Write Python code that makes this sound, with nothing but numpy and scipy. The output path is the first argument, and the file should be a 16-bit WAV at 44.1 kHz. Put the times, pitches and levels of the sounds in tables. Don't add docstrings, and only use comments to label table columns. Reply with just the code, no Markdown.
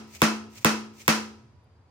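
import sys
import numpy as np
from scipy import signal
from scipy.fft import rfft, irfft
from scipy.io import wavfile
from scipy.ndimage import uniform_filter1d

SR = 44100
rng = np.random.default_rng(int(sys.argv[2]) if len(sys.argv) > 2 else 0)


def put_to_file(sound):
    columns = np.atleast_2d(sound).T
    safe = np.clip(columns, -1, 1)
    whole_steps = np.round(safe * 32767)
    wavfile.write(sys.argv[1], SR, whole_steps.astype(np.int16))


def convert_level_to_amplitude(level_db):
    exponent = np.asarray(level_db, float) / 20
    return 10 ** exponent


N = 83790


def evened(x):
    return x / np.sqrt(np.mean(x ** 2) + 1e-20)


def read(points, hz):
    f, value = np.transpose(points)
    return np.interp(np.log(hz + 1), np.log(f + 1), value)


def colour(x, gain):
    n = x.shape[-1]
    return irfft(rfft(x) * gain(np.fft.rfftfreq(n, 1 / SR)), n)


def resonance(hz, centre_hz, width_hz):
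    return 1 / (1 + (2 * (hz - centre_hz) / width_hz) ** 2)


def add(mix, s, sound):
    at = round(s * SR)
    sound = sound[:, max(-at, 0):]
    part = mix[:, max(at, 0):][:, :sound.shape[1]]
    part += sound[:, :part.shape[1]]


def ring(modes, t):
    return sum(convert_level_to_amplitude(db - 60 * t / t60) * np.sin(2 * np.pi * hz * t) for hz, db, t60 in modes)


def ports(x):
    bass_side_db, bass_hz, treble_hz = -16.5, 400, 32000

    def side_gain(hz):
        bass = (hz / bass_hz) ** 2
        return (convert_level_to_amplitude(bass_side_db) + bass) / (1 + bass) / (1 + (hz / treble_hz) ** 6)

    mid = x.mean(0)
    side = colour((x[0] - x[1]) / 2, side_gain)
    return np.array([mid + side, mid - side])


def crack_spectrum(hz):
    # f/Hz, relative level per Hz/dB
    spectrum = [(100, -40.5), (500, -7.5), (1060, -4), (2070, -0.5), (2740, -8), (4500, -9.5), (6060, -7.5),
                (8500, -10.5), (11100, -15.5), (14000, -10.5), (16000, -10.5), (17000, -49.5)]
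    return convert_level_to_amplitude(read(spectrum, hz))


def crack_click(t):
    level_db = 8.5
    click = colour(1. * (np.arange(len(t)) == 40), crack_spectrum)
    return convert_level_to_amplitude(level_db) * click / np.linalg.norm(click) * (t < .05)


def bolt_knock(t):
    # f/Hz, level/dB, t60/s
    modes = [(164, -13, 0.13), (325, -12, 0.079), (427, -8.5, 0.037), (704, -7, 0.031), (1049, 3, 0.013),
             (1349, -5, 0.023), (1920, -18, .012), (2580, -3, 0.014), (3330, -11.5, 0.023)]
    rise_s = 0.00028
    return ring(modes, t) * (1 - np.exp(-t / rise_s))


def block_ring(t):
    # f/Hz, level/dB, t60/s
    modes = [(276.6, -35.5, 0.84), (317.5, -22, 0.38), (347, -29, 0.74), (400, -35, 0.81),
             (438, -24.5, 0.21), (498.5, -17, 0.14), (597, -20, 0.24), (840, -26, 0.39), (973, -44, 1.07),
             (1156, -21, 0.29), (1207, -28.5, 0.5), (1297, -27.5, 0.23), (1295, -29.5, 0.62),
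             (1451, -30, 0.24), (1481, -27, 0.37), (2215, -24, 0.25), (2620, -44.5, .4)]
    # f/Hz, level/dB, t60/s
    stand = [(218.1, -12.5, 0.58)]
    # f/Hz, level/dB, t60/s
    partner = [(235, -14.5, 0.14)]
    rise_s, side_db, side_ahead_s = 0.0035, -12.5, 0.00088

    def body(u):
        return ring(modes, u) + ring(stand, u) - ring(partner, u)

    mid = body(t)
    side = convert_level_to_amplitude(side_db) * body(t + side_ahead_s)
    return np.array([mid + side, mid - side]) * (1 - np.exp(-t / rise_s))


def bass_lag(x):
    return colour(x, lambda hz: np.exp(-2j * np.pi * 1.186 * np.log(1 + hz / 60)))


def garage(n):
    # delay t/s, left level/dB, right level/dB
    echoes = [(.0085, -15.5, -17), (.0135, -11.5, -13), (.020, -12.5, -15), (.026, -20.5, -12.5)]
    # f/Hz, t60/s
    decay = [(100, 0.95), (260, 0.38), (700, 0.43), (1840, 0.33), (4850, 0.37), (12800, 0.27)]
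    # f/Hz, gain level/dB
    tone = [(150, -33), (300, -8.5), (500, 4), (1000, -1), (3000, -1.5), (5500, 1.5), (8000, -5.5),
            (10200, -1.5), (10600, -51.5), (12400, -51.5), (12800, -9.5), (15200, -8.5), (16000, -36)]
    wet_db, late_db, late_stretch, blur_t60_s = 3.5, -29, 2.48, .012

    hz, t, z = signal.stft(rng.standard_normal((2, n)), SR, nperseg=256)
    fall_db = -60 * t / read(decay, hz)[:, None]
    z = z * (convert_level_to_amplitude(fall_db) + convert_level_to_amplitude(late_db + fall_db / late_stretch))
    build_up = np.clip(np.arange(n) / SR / 0.0072 - .2, 0, 1)
    tail = signal.istft(z, SR, nperseg=256)[1][:, :n] * build_up
    path = convert_level_to_amplitude(wet_db) * tail / np.linalg.norm(tail[0])
    for s, *db in echoes:
        blur = rng.standard_normal((2, 600)) * convert_level_to_amplitude(-60 * np.arange(600) / SR / blur_t60_s)
        blur = blur / np.linalg.norm(blur, axis=1, keepdims=True)
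        add(path, s, convert_level_to_amplitude(np.array(db))[:, None] * blur)
    return colour(path, lambda f: convert_level_to_amplitude(read(tone, f)))


def blows():
    # t/s, force level/dB, crack level/dB before the force
    strikes = [(-.213, -6, 8), (0.2175, -5.5, 5), (0.6463, -6.5, 6), (1.0790, -8, 9)]
    crack_t60_s, crack_rise_s, knock_wet_db, port_s = 0.0078, 0.00088, -5.5, .00025
    alike = 0.87

    t = np.arange(SR) / SR
    short = t[:8192]
    lead = round(port_s * SR)
    unlike = np.sqrt(1 - alike ** 2)
    click, knock, block = crack_click(short), bolt_knock(short), block_ring(t)
    shared_noise, shared_path = rng.standard_normal(len(short)), garage(SR)
    out = np.zeros((2, N))
    for s, force_db, bright_db in strikes:
        noise = alike * shared_noise + unlike * rng.standard_normal(len(short))
        noise = evened(colour(noise, crack_spectrum))
        crack = noise * convert_level_to_amplitude(bright_db - 60 * short / crack_t60_s) * np.minimum(short / crack_rise_s, 1)
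        path = alike * shared_path + unlike * garage(SR)
        source = bass_lag(convert_level_to_amplitude(bright_db) * click + convert_level_to_amplitude(knock_wet_db) * knock)
        sound = signal.fftconvolve(source[None], path, axes=1)[:, :SR]
        tick, thud = bass_lag(np.array([crack, knock]))[:, :6000]
        left = np.pad(tick, (lead, 0)) + np.pad(thud, (0, lead))
        right = np.pad(tick, (0, lead)) + np.pad(thud, (lead, 0))
        add(sound, 0, np.array([left, right]))
        heard = ports(np.pad(sound, ((0, 0), (441, 0))))[:, 441:]
        add(out, s, convert_level_to_amplitude(force_db) * (heard + block))
    return out


def shot():
    # loudest moment t/s, level/dB
    swings = [(.005, -61.5), (0.162, -42.5), (0.582, -44), (1.017, -44.5)]
    # t/s from the loudest moment, level/dB
    slide = [(-.13, -64), (-.08, -21.5), (-.03, -11.5), (0, -2.5), (0.022, -14), (0.047, -9),
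             (0.071, -24.5)]
    # f/Hz, relative level per Hz/dB
    spectrum = [(290, -24), (500, -7), (1530, -18.5), (6320, -6), (9840, -14.5), (11700, -54), (12600, -16),
                (14900, -11.5), (16000, -17.5), (17000, -76.5)]
    hollow_hz, hollow_width_hz, hollow_db = 2360, 900, -7.5
    grains_per_s, spread_db = 7700, 3

    t = np.arange(N) / SR
    struck = rng.random((2, N)) < grains_per_s / SR
    size = convert_level_to_amplitude(spread_db * rng.exponential(1, (2, N))) * struck
    grains = size * rng.standard_normal((2, N)) + .5 * rng.standard_normal((2, N))
    hiss = evened(colour(grains, lambda hz: convert_level_to_amplitude(read(spectrum, hz))))
    hollow = evened(colour(grains, lambda hz: resonance(hz, hollow_hz, hollow_width_hz)))
    at, shape_db = np.transpose(slide)
    level = sum(convert_level_to_amplitude(db + np.interp(t - s, at, shape_db, -90, -90)) for s, db in swings)
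    return level * ports(hiss + convert_level_to_amplitude(hollow_db) * hollow)


def air():
    # f/Hz, relative level per Hz/dB
    spectrum = [(15, -49.5), (25, -49.5), (96, -4.5), (169, -26.5), (187, -30), (225, -25.5), (314, -31),
                (954, -34.5), (2130, -44.5), (4860, -52.5), (12000, -65.5), (15600, -99), (22000, -120)]
    # f/Hz, correlation (-1 to 1)
    likeness = [(60, 0.94), (240, 1), (950, 0.43), (3770, 0.087), (15000, -0.69)]
    level_db, lump_db = -55.5, 1

    frames, hz = N // 512 + 5, np.fft.rfftfreq(2048, 1 / SR)
    a, b, c, d, lumps = rng.standard_normal((frames, 1025, 5)).T
    lumps = uniform_filter1d(lumps, size=9, axis=0)
    lumps = evened(uniform_filter1d(lumps, size=4, axis=1))
    same = np.clip(read(likeness, hz), -1, 1)[:, None]
    left = a + 1j * b
    right = same * left + np.sqrt(1 - same ** 2) * (c + 1j * d)
    z = np.array([left, right]) * convert_level_to_amplitude(read(spectrum, hz)[:, None] + lump_db * lumps)
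    return convert_level_to_amplitude(level_db) * evened(signal.istft(z, nperseg=2048, noverlap=1536)[1][:, :N])


def machine_hum():
    # f/Hz, width/Hz, rms level/dB
    tones = [(979, 8, -78), (4759, 40, -84)]
    out = np.zeros((2, N))
    for tone_hz, width_hz, db in tones:
        noise = rng.standard_normal((2, N))
        out += convert_level_to_amplitude(db) * evened(colour(noise, lambda f: resonance(f, tone_hz, width_hz)))
    return out


def scene():
    return blows() + shot() + air() + machine_hum()


def roll_off(x):
    return signal.sosfilt(signal.butter(12, 17140, fs=SR, output="sos"), x)


def record(dry):
    low_hz, ceiling = 74, 0.8
    thin = signal.sosfilt(signal.butter(3, low_hz, "high", fs=SR, output="sos"), dry)
    mix = ceiling * np.tanh(thin / ceiling)
    return roll_off(mix)


dry = scene()
out = record(dry)
put_to_file(out)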